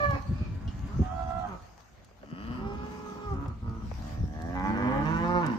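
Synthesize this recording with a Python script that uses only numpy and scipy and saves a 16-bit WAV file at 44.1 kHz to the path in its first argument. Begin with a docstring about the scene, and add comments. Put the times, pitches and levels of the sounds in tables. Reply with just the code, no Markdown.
"""An open steel-railed yard: calves bawl one after another, and at the end two long bawls overlap.
Their voices are fold pulses and noisy puffs of air, shaped by throat and nose; many turn hoarse as they fade.
Wind is low filtered noise in spells and buffets. Hooves scuff dry dirt in patches of hiss and crunch,
snap grit and knock dully, as short bursts of coloured noise. A steel latch chinks once.
A soft wash of trees and distant cattle lies underneath."""
import sys
import numpy as np
from scipy import signal
from scipy.fft import rfft, irfft
from scipy.io import wavfile
from scipy.ndimage import uniform_filter1d

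SR = 44100
rng = np.random.default_rng(int(sys.argv[2]) if len(sys.argv) > 2 else 0)


def transcribe(signal):
    """Save signal, clipped to [-1, 1], as a 16-bit WAV file at the path in sys.argv[1]."""
    frames = np.atleast_2d(signal).T
    limited = np.clip(frames, -1, 1)
    pcm = np.round(limited * 32767).astype(np.int16)
    wavfile.write(sys.argv[1], SR, pcm)


N = 246078
TIME = np.arange(N) / SR


def amp(db):
    """Decibels to gain."""
    return 10 ** (np.asarray(db) / 20)


def evened(x):
    """Scales to rms 1."""
    return x / np.sqrt(np.mean(x ** 2) + 1e-20)


def read(points, hz):
    """Joins (Hz, value) points on a log-frequency axis."""
    f, value = np.transpose(points)
    return np.interp(np.log(hz + 1), np.log(f + 1), value)


def add(mix, s, sound):
    """Adds a stereo sound at time s."""
    part = mix[:, max(round(s * SR), 0):][:, :sound.shape[-1]]
    part += sound[..., :part.shape[1]]


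def panned(x, balance_db):
    """Left and right copies that differ in level; a positive balance favours the left."""
    return x * amp([[balance_db / 2], [-balance_db / 2]])


def colour(x, points, size=4096, skirt_db=20):
    """Causal filter with the given spectrum, falling by skirt_db an octave outside it; the result has rms 1."""
    hz = abs(np.fft.fftfreq(size, 1 / SR)) + 1
    octaves_outside = abs(np.log2(hz / np.clip(hz, points[0][0], points[-1][0])))
    gain_db = np.maximum(read(points, hz) - skirt_db * octaves_outside, -100)
    # minimum phase: the Hilbert transform of the log gain supplies the phase
    spectrum = np.exp(signal.hilbert(np.log(amp(gain_db))).conj())
    taps = np.fft.ifft(spectrum).real[:size // 2] * np.hanning(size)[size // 2:]
    return evened(np.apply_along_axis(lambda v: signal.oaconvolve(v, taps)[:len(v)], -1, x))


def wander(count, rate_hz):
    """Smooth random drift of rms 1, its spectrum fading out around rate_hz."""
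    f = np.fft.rfftfreq(count, 1 / SR)
    return evened(irfft(rfft(rng.standard_normal(count)) * np.exp(-(f / rate_hz) ** 2), count))


def noise_pair(count, likeness):
    """Left and right noise that share a part."""
    a, b = rng.standard_normal((2, count))
    c = np.clip(likeness, -1, 1)
    return np.array([a, c * a + np.sqrt(1 - c ** 2) * b])


# How long the yard's echo lasts. Each row: frequency in Hz, time to fall 60 dB in seconds.
YARD = [(150, 0.058), (700, 0.94), (1800, 0.66), (4000, 0.81), (9000, 0.015)]


def yard(x, early_s=0.025, far_db=-13):
    """Quick scatter off ground, rails and bodies, then a faint tail from the trees."""
    t = TIME[:SR]
    sparse = (rng.random(SR) < .1) * (t > .002)
    taps = noise_pair(SR, 0.2) * sparse * (np.exp(-t / early_s) + amp(far_db))
    hz, t, z = signal.stft(taps, SR, nperseg=256)
    tail = signal.istft(z * amp(-60 * t / read(YARD, hz)[:, None]), SR)[1]
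    return signal.fftconvolve(x[None], tail / np.linalg.norm(tail[0]), axes=1)


ONSET_DB, FADE_DB = -8.5, -5  # level offsets at the start of the attack and the end of the release
BREAK_POWER, BREAK_ROUGH, MOST_ROUGH = 2.02, 0.59, 0.89  # the voice turns rough late in the release
CLOSE_S = 0.049  # the last of the air runs out over this time


def effort(attack_s, hold_s, release_s, level_db, swell_db, roughness):
    """One push of air sets in, swells and gives way: time, level in dB, roughness, release progress."""
    t = np.arange(0, attack_s + hold_s + release_s, 1 / SR)
    to_go = np.clip(1 - t / (attack_s + hold_s), 0, 1)
    release = np.clip((t - attack_s - hold_s) / release_s, 0, 1)
    broken = release ** BREAK_POWER
    onset = np.clip(1 - t / attack_s, 0, 1)
    db = level_db + ONSET_DB * onset - swell_db * to_go + FADE_DB * broken
    db = db + 20 * np.log10(np.clip((t[-1] - t) / CLOSE_S, .01, 1))
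    rough = np.clip(roughness + BREAK_ROUGH * broken, 0, MOST_ROUGH)
    return t, db, rough, release


def arch(t, release, start_hz, top_hz, end_hz, climb_s):
    """Pitch eases from start to top, then bends ever faster toward its end during the release."""
    climbed = np.sin(np.pi / 2 * np.minimum(t / climb_s, 1)) ** 2
    return start_hz + (top_hz - start_hz) * climbed + (end_hz - top_hz) * release ** 2


# Resonance of the nose. Each row: frequency in Hz, relative level in dB.
NOSE = [(90, -13.5), (170, 2.5), (240, 6.5), (330, -5), (470, -26)]


def voice(t, hz, level_db, hum_db, rough, jaw, throats, second, jitter=0.0022, rough_jitter=0.0253,
          doubling=0.93, beat_depth=0.8, shimmer_db=1.5, puff_turns=0.95, top_hz=7000):
    """Vocal fold pulses and puffs of air leave through the nose and through a mouth shaped by the jaw."""
    pitch_jitter = (jitter + rough_jitter * rough) * wander(len(t), 75.0)
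    turns = np.cumsum(hz * (1 + pitch_jitter)) / SR
    harmonics = range(1, int(top_hz / hz.min()))
    folds = sum(np.cos(2 * np.pi * k * turns) * (k * hz < top_hz) for k in harmonics)
    if second is not None:  # a second tone beats against the folds and makes every harmonic throb
        at, second_hz, strength = np.transpose(second)
        strength = np.interp(t, at, strength, left=0, right=0)
        second_turns = np.cumsum(np.interp(t, at, second_hz)) / SR
        throb = 1 + beat_depth * strength * np.cos(2 * np.pi * (second_turns - turns))
        folds = (folds + strength * np.cos(2 * np.pi * second_turns)) * throb
    folds = folds * np.sqrt(2 * hz / top_hz)  # even power whatever the number of harmonics
    folds = folds * (1 + doubling * rough * np.cos(np.pi * turns))  # strained folds beat strong, then weak
    puffs = evened((0.24 + np.exp(-(turns % 1) / puff_turns)) * rng.standard_normal(len(t)))
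    drive = ((1 - rough) * folds + rough * puffs) / np.hypot(1 - rough, rough)
    # crossfade between neighbouring throat shapes
    jaw = np.clip(jaw, 0, len(throats) - 1)
    shapes = (np.maximum(1 - abs(jaw - k), 0) * colour(drive, throat) for k, throat in enumerate(throats))
    mouth = amp(level_db) * sum(shapes)
    nose = amp(hum_db) * colour(drive, NOSE)
    fade = np.clip(np.minimum(t - t[0], t[-1] - t) / 0.0011, 0, 1)
    return (mouth + nose) * fade * amp(shimmer_db * wander(len(t), 37.0))


# Throat resonances, some for several jaw positions. Each row: frequency in Hz, relative level in dB.
SHRILL_THROAT = [(400, -11), (590, -11), (760, -9.5), (900, -15), (1150, -10.5), (1450, -23), (1740, -10),
                 (2000, -19.5), (2310, -20.5), (2550, -18), (2900, -39), (4700, -46)]
SHRILL_WIDE = [(300, -21), (560, -3), (700, -11.5), (850, 3), (980, -7.5), (1130, 0), (1400, -14),
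               (1700, -10.5), (2000, -18), (2300, -23.5), (3600, -38)]
MOAN_THROAT = [(500, -8.5), (1250, -6), (1600, -9.5), (2900, -20), (3600, -27)]
DISTANT_THROAT = [(600, -2), (1170, 0.5), (1750, -7), (2050, -16), (2400, 6.5), (3200, -16), (4500, -10)]
HOARSE_THROAT = [(380, -5.5), (600, -5.5), (760, -11.5), (970, 0), (1080, -5), (1290, 2), (1600, -19),
                 (2500, -23)]
CRY_THROAT = [(500, -27), (600, -23), (665, -4), (800, 4.5), (900, -4.5), (1330, -3.5), (1520, -1),
              (1750, -20), (2050, -22), (2350, -30), (2750, -26), (3300, -23.5), (3800, -45)]
GROWL_THROAT = [(500, 2.5), (900, -1.5), (1080, 1), (1280, 8.5), (1500, -2), (1720, 4), (2200, -11.5),
                (3000, -2), (3800, -37), (4900, -10.5), (5500, -31)]
LONG_THROAT = [(250, -2.5), (410, 10), (600, -26), (780, 2.5), (850, 4.5), (1000, -9), (1250, -7.5),
               (1600, -8.5), (2500, -12.5), (3300, -23.5), (4600, -31), (5300, -18), (5900, -37)]
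LONG_WIDE = [(250, -6), (400, 8), (600, -19), (790, 4), (1000, -21), (1190, 11), (1350, -9), (1600, -12),
             (3300, -30)]
LOW_SHUT = [(400, -9), (560, -7.5), (660, -1.5), (740, 5.5), (820, -11), (1000, -15), (1130, -7),
            (1400, -23.5), (1660, -6), (1850, -8.5), (2200, -35.5), (4000, -39)]
LOW_OPEN = [(400, -16.5), (500, -7), (710, -14), (815, 5), (930, -9), (1090, -1.5), (1340, -18),
            (1520, -4.5), (1680, -13.5), (1950, -10), (2200, -21), (2450, -18), (2680, -44.5),
            (2950, -29.5), (3450, -33.5), (4000, -47.5)]
NEAR_HALF = [(400, -13), (550, 2.5), (700, -14), (950, -3.5), (1080, -22), (1200, 5), (1340, -18),
             (1490, -16), (1750, -7), (2000, -23), (2300, -20), (2650, -29), (2980, -22), (4200, -57)]
NEAR_OPEN = [(400, -16.5), (820, -11.5), (985, 1.5), (1150, -11.5), (1310, -14), (1480, -4), (1640, -13),
             (1810, -9.5), (2100, -20.5), (2700, -21.5), (2980, -24), (3300, -37), (3640, -31), (4200, -40)]
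NEAR_WIDE = [(350, -7), (530, -0.5), (705, -7), (880, 1.5), (1410, -1), (1590, -17), (1765, -14.5),
             (1950, -21), (2120, -18.5), (2500, -31), (2850, -29), (3300, -44), (3750, -36), (4400, -34.5),
             (6300, -49.5)]
# Second tones inside a voice. Each row: time in seconds, pitch in Hz, strength as a ratio.
SHRILL_TONE = [(0, 767, 0.13), (.09, 763.5, 0.071), (.17, 884, .25)]
CRY_TONE = [(1.01, 743, 0.89), (1.379, 735.4, 0.62), (1.46, 716, 1.3), (1.499, 680, 0.26)]
# The voices by name. Each entry: throats in jaw order, second tone or none, lead at the left ear in ms,
# left-over-right balance in dB, yard echo in dB.
VOICES = {"shrill": ([SHRILL_THROAT, SHRILL_WIDE], SHRILL_TONE, 0.23, -5, -7.5),
          "distant": ([DISTANT_THROAT], None, 0.15, -1, 0.93), "moaning": ([MOAN_THROAT],
          None, -0.05, -1.2, 1), "crying": ([CRY_THROAT], CRY_TONE, -0.13, -2.3, -5),
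          "growling": ([GROWL_THROAT], None, 0.27, 1, -8), "long": ([LONG_THROAT, LONG_WIDE],
          None, 0.24, -3.3, -13), "hoarse": ([HOARSE_THROAT], None, 0.2, -0.76, -4),
          "low": ([LOW_SHUT, LOW_OPEN], None, 0.19, -3, -8), "near": ([NEAR_HALF, NEAR_OPEN, NEAR_WIDE],
          None, 0.22, -3.3, -7)}


def heard(name, t, hz, level_db, hum_db, rough, jaw):
    """One voice placed by the delay and level between the ears, with the echo of the yard."""
    throats, second, lead_ms, balance_db, echo_db = VOICES[name]
    x = voice(t, hz, level_db, hum_db, rough, jaw, throats, second)
    ms = 1000 * np.arange(len(x)) / SR
    out = amp(echo_db) * yard(x)
    out[:, :len(x)] += [x, np.interp(ms - lead_ms, ms, x)]
    return panned(out, balance_db)


# Calls and parts of calls from the herd; one calf may pass through several voices.
# Each row: voice, start in seconds, nose hum in dB at the loudest point, effort, arch.
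# Effort: attack, hold and release in seconds, level in dB, swell before the release in dB, roughness 0-1.
# Arch: start, top and end pitch in Hz, time from start to top in seconds.
CALLS_IN_HERD = [("shrill", 0, -50, (.002, .06, .125, -31.5, -1, .09), (590, 574, 495, .07)),
                 ("shrill", .125, -46, (.025, .015, .06, -41.5, 0, .5), (288, 282, 250, .02)),
                 ("distant", .32, -66, (.06, .04, .09, -59, 0, .6), (590, 598, 570, .08)),
                 ("moaning", .25, -55, (.05, 0.63, 0.3, -63, 2, 0.25), (86, 96, 91, .65)),
                 ("hoarse", .87, -50, (.05, .035, 0.04, -50, 2, 0.15), (196, 226, 226, .11)),
                 ("crying", 1.01, -52, (.02, .335, .155, -40, 5, .27), (612, 668, 535, .17)),
                 ("hoarse", 1.475, -48, (.02, .01, .085, -47, -1, .3), (215, 186, 105, .04)),
                 ("growling", 2.2, -44, (.17, 0.13, 0.15, -49.5, 4.5, 0.12), (66, 126, 130, .37)),
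                 ("hoarse", 2.46, -45, (0.12, 0.64, .2, -55, -5, .65), (85, 125, 132, .33)),
                 ("hoarse", 3.31, -44, (.05, .06, .13, -48.5, 1, .4), (135, 141, 85, .1)),
                 ("hoarse", 3.61, -45, (0.05, .1, .14, -53, 0, 0.4), (119, 113, 72, .1))]
# Pitch of the three near bawls. Each row: time in seconds, pitch in Hz.
LONG_PITCH = [(2.56, 378), (2.61, 386), (2.67, 401), (2.78, 416), (2.92, 424), (3.05, 422), (3.15, 415),
              (3.26, 417), (3.33, 389), (3.37, 345)]
LOW_PITCH = [(4.03, 74.5), (4.18, 75), (4.28, 72.5), (4.43, 81.5), (4.55, 90.8), (4.6, 91.6), (4.65, 95),
             (4.8, 99.8), (4.9, 101.9), (5.0, 106.5), (5.19, 109), (5.32, 117)]
NEAR_PITCH = [(4.62, 100), (4.7, 108), (4.8, 119.8), (4.9, 130), (4.96, 137), (5.0, 145.5), (5.1, 161),
              (5.2, 169.3), (5.3, 176), (5.35, 177.3), (5.42, 172.5), (5.46, 148), (5.5, 122), (5.58, 90)]
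# Effort of the near bawls. Each row: time in seconds, mouth level in dB, nose hum in dB,
# jaw position counted in throats (held within the voice's set), roughness 0-1.
LONG_EFFORT = [(2.56, -54, -76, 0.22, .2), (2.62, -46.5, -60, 0.08, .06), (2.68, -41.5, -51, 0, .05),
               (2.9, -42.5, -48.5, 0, .08), (3.04, -44.5, -53, 0.55, .16), (3.235, -42.5, -64, 0.37, .1),
               (3.28, -38.5, -58, 1, .05), (3.33, -40, -50, 1, .12), (3.368, -53, -55, 1, .6)]
LOW_EFFORT = [(3.96, -64, -70, 0, 0.1), (4.04, -52, -48, 0, 0.15), (4.188, -54, -48, 0, 0.15),
              (4.26, -59.5, -47, 0, 0.2), (4.38, -46.5, -46.5, 0, 0.05), (4.537, -43, -39, 0, 0.16),
              (4.558, -36, -37.5, 1, 0.08), (4.72, -33, -34.5, 1, 0.02), (4.92, -35, -38, 1, 0.09),
              (5.062, -44.5, -34, 1, 0.26), (5.3, -47, -37, 1, 0.33), (5.58, -50, -49, 1, 0.4)]
NEAR_EFFORT = [(4.62, -63, -34.5, 0.23, 0.11), (4.76, -42.5, -34, 0.6, 0.033),
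               (4.87, -38, -30.5, -1.8, 0.044), (4.93, -36.5, -31, -0.5, .06),
               (5.02, -36, -31, 0.14, 0.036), (5.1, -33.5, -30, 1.47, 0.071), (5.19, -33.5, -34, 1.3, 0.11),
               (5.3, -30, -31.5, 2.03, .04), (5.41, -29.5, -33.5, 2, 0.057),
               (5.462, -34.5, -26.5, 0.7, 0.6), (5.52, -41.5, -33.5, 1.5, 0.27), (5.58, -51, -37, 0, 0.48)]
# The three near bawls. Each row: voice, effort table, pitch table.
CLOSE_BAWLS = [("long", LONG_EFFORT, LONG_PITCH), ("low", LOW_EFFORT, LOW_PITCH),
               ("near", NEAR_EFFORT, NEAR_PITCH)]
HUM_FOLLOWS = 0.92  # dB of nose hum for each dB of mouth level, in the herd
GAPE_SHARE = 0.32  # share of a release in which the jaw moves by one throat, in the herd


def calves():
    """Short pushes of air from within the herd, and three near bawls among and after them."""
    out = np.zeros((2, N))
    for name, start, hum_db, push, pitch in CALLS_IN_HERD:
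        t, level_db, rough, release = effort(*push)
        hum_db = hum_db + HUM_FOLLOWS * (level_db - level_db.max())
        hz = arch(t, release, *pitch)
        add(out, start, heard(name, start + t, hz, level_db, hum_db, rough, release / GAPE_SHARE))
    for name, push, pitch in CLOSE_BAWLS:
        at, *controls = np.transpose(push)
        t = np.arange(at[0], at[-1], 1 / SR)
        level_db, hum_db, jaw, rough = (np.interp(t, at, control) for control in controls)
        hz = np.interp(t, *np.transpose(pitch))
        add(out, t[0], heard(name, t, hz, level_db, hum_db, np.clip(rough, 0, 1), jaw))
    return out


# Colour of the wind's low rumble. Each row: frequency in Hz, relative level in dB.
WIND_COLOUR = [(30, -13.5), (55, 4.5), (95, -1), (140, -10), (220, -14), (350, -29)]
# Spells of breeze. Each row: start in seconds, end in seconds, level in dB before gusting.
BREEZES = [(0, 1.363, -37), (2.463, 2.8, -40), (3.308, 5.307, -38)]
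BREEZE_RISE_DB_PER_S, BREEZE_FALL_DB_PER_S, CALM_DB = 128, 60, -61
# Single buffets. Each row: middle in seconds, level in dB, upper edge in Hz, half length in seconds.
BUFFETS = [(0.114, -26.5, 124, 0.029), (.315, -24, 147, 0.017), (0.417, -26, 168, 0.011),
           (0.963, -29, 144, 0.019), (0.999, -26.5, 315, 0.0057), (1.013, -18.5, 150, 0.012),
           (2.503, -32.5, 226, 0.0075), (3.331, -29.5, 130, 0.016), (3.486, -30.5, 110, 0.0093),
           (3.668, -33.5, 100, 0.028), (4.217, -26, 104, 0.027), (4.242, -27, 205, 0.0043)]


def wind(steady_s=0.092, gust_db=2):
    """Low eddies on the microphone come in spells, with single harder buffets."""
    eddies = colour(noise_pair(N, 0.87), WIND_COLOUR)
    local_power = uniform_filter1d((eddies ** 2).mean(0), int(steady_s * SR))
    eddies = eddies / np.sqrt(local_power + 1e-9)
    spells = []
    for start, end, db in BREEZES:
        rise_db = BREEZE_RISE_DB_PER_S * np.maximum(start - TIME, 0)
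        fall_db = BREEZE_FALL_DB_PER_S * np.maximum(TIME - end, 0)
        spells.append(db - rise_db - fall_db)
    breeze_db = np.maximum(np.max(spells, axis=0), CALM_DB)
    out = eddies * amp(breeze_db + gust_db * wander(N, 12))
    t = TIME[:SR // 5] - .1
    for s, db, edge_hz, half_s in BUFFETS:
        shape = np.exp(-(t / half_s) ** 2 / 2)
        push = shape * colour(noise_pair(len(t), 0.92), [(70, 0), (edge_hz, 0)])
        add(out, s + t[0], amp(db) * evened(push) * np.sqrt(np.mean(shape ** 2)))
    return out


# Colour of dry dirt. Each row: frequency in Hz, relative level in dB.
SCUFF_COLOUR = [(800, 20), (2000, 9.5), (3900, 4.5), (5000, 6.5), (6400, 3.5), (7400, -2), (9000, -6.5),
                (10500, -31.5), (12000, -3.5), (15500, -18.5)]
# Dragging feet. Each row: middle in seconds, level in dB before the trim level_db,
# half length in seconds, brightest frequency in Hz.
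SCUFFS = [(0.008, -53.5, 0.23, 4330), (1.162, -59.5, 0.49, 6600), (2.503, -59, 0.086, 4750),
          (3.03, -57.5, 0.25, 6360), (3.973, -57, 0.13, 5800), (4.068, -53, 0.075, 4870),
          (5.115, -56, 0.68, 5780)]
STANDING_DB = -66  # the herd's rustle between scuffs, before the same trim


def shuffle(level_db=1, grains_per_s=700, spread_db=11.0, grain_share=0.24, balance_db=2.0,
            flutter_db=1, patchy_db=2.9, peak_db=4, peak_width_hz=380):
    """Dry dirt hisses and crunches in patches under many feet; each scuff swells with its brightest band."""
    size = amp(spread_db * np.minimum(rng.exponential(1, N), 4.3))
    grains = size * (rng.random(N) < grains_per_s / SR)
    crunch = evened(grains * noise_pair(N, 0.23))
    dirt = colour(noise_pair(N, 0.053) + grain_share * crunch, SCUFF_COLOUR)
    hz, t, z = signal.stft(dirt, SR, nperseg=512)
    power = amp(STANDING_DB) ** 2
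    for s, db, half_s, peak_hz in SCUFFS:
        band = 1 + amp(peak_db) ** 2 * np.exp(-((hz[:, None] - peak_hz) / peak_width_hz) ** 2)
        power = power + amp(db) ** 2 * band * np.exp(-((t - s) / half_s) ** 2)
    # blotches of louder and softer sound across frequency and time
    patches = uniform_filter1d(rng.standard_normal(power.shape), size=7, axis=0)
    patches = evened(uniform_filter1d(patches, size=12, axis=1))
    dirt = signal.istft(z * np.sqrt(power) * amp(patchy_db * patches), SR)[1][:, :N]
    return panned(dirt, balance_db) * amp(level_db + flutter_db * wander(N, 23))


# Colour of the outdoor wash. Each row: frequency in Hz, relative level in dB.
AIR = [(24, -22.5), (40, 2.5), (200, -4.5), (340, -11.5), (715, -10), (857, -19), (1500, -20.5),
       (3050, -29.5), (3960, -53.5)]


def air(level_db=-60.5, swell_db=1.4):
    """The soft outdoor wash of trees and distant cattle: coloured noise with a gently wavering level."""
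    return colour(noise_pair(N, 0.35), AIR) * amp(level_db + swell_db * wander(N, 6.1))


# Hooves striking the dirt. Each row: start in seconds, level in dB before the trim knock_db,
# centre in Hz, time to fall 60 dB in seconds.
KNOCKS = [(.292, -27, 260, .06), (2.088, -41, 900, 0.021), (2.111, -41.5, 795, 0.041),
          (2.231, -33, 650, 0.06), (2.325, -21, 200, .06), (3.459, -28, 1050, .03),
          (3.914, -25, 900, 0.035)]
# Grit snapping under hooves. Each row: start in seconds, level in dB before the trim tick_db.
TICKS = [(0.871, -52), (1.302, -54), (2.046, -50), (2.9185, -52), (3.338, -54), (3.481, -48.5),
         (4.4192, -44), (5.464, -35.5)]


def hooves(tick_t60=0.03, tick_db=-6, knock_db=-6):
    """Sharp snaps of grit and dull, dead knocks: coloured noise that dies away at once."""
    out, t = np.zeros((2, N)), TIME[:SR // 6]
    for s, db in TICKS:
        snap = colour(noise_pair(len(t), 0.38), [(1000, -18), (4000, 21.5), (7000, 19.5), (14000, 4.5)])
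        add(out, s, snap * amp(db + tick_db - 60 * t / tick_t60))
    for s, db, hz, t60 in KNOCKS:
        blow = colour(noise_pair(len(t), 0.46), [(hz / 2, -2), (hz, 0), (0.96 * hz, -7), (3 * hz, -26)])
        add(out, s, blow * amp(db + knock_db - 60 * t / t60))
    return out


# Colour of a steel latch or chain. Each row: frequency in Hz, relative level in dB.
LATCH = [(2550, -26), (2870, 2), (3000, -1.5), (3650, -17), (4200, -15), (5500, -14), (6500, -27)]
CLINK_S, CLINK_DB, CLINK_T60 = 0.677, -49, .15  # start in s, level in dB, time to fall 60 dB in s


def rail(echo_db=-10):
    """A calf bumps the steelwork once and a loose latch chinks: bright noise dying away, with an echo."""
    out, t = np.zeros((2, N)), TIME[:SR // 4]
    chink = colour(noise_pair(len(t), .6), LATCH) * amp(CLINK_DB - 60 * t / CLINK_T60)
    add(out, CLINK_S, chink)
    add(out, CLINK_S, amp(echo_db) * yard(chink[0]))
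    return out


def scene():
    """The yard with everything in it."""
    return calves() + wind() + shuffle() + air() + hooves() + rail()


EDGE_HZ = 15800  # upper limit of the sound


def record(dry):
    """A steep low-pass filter takes off the highest treble."""
    taps = signal.firwin(511, EDGE_HZ, window=("kaiser", 9), fs=SR)
    return signal.oaconvolve(dry, taps[None], "same")


dry = scene()
out = record(dry)
transcribe(out)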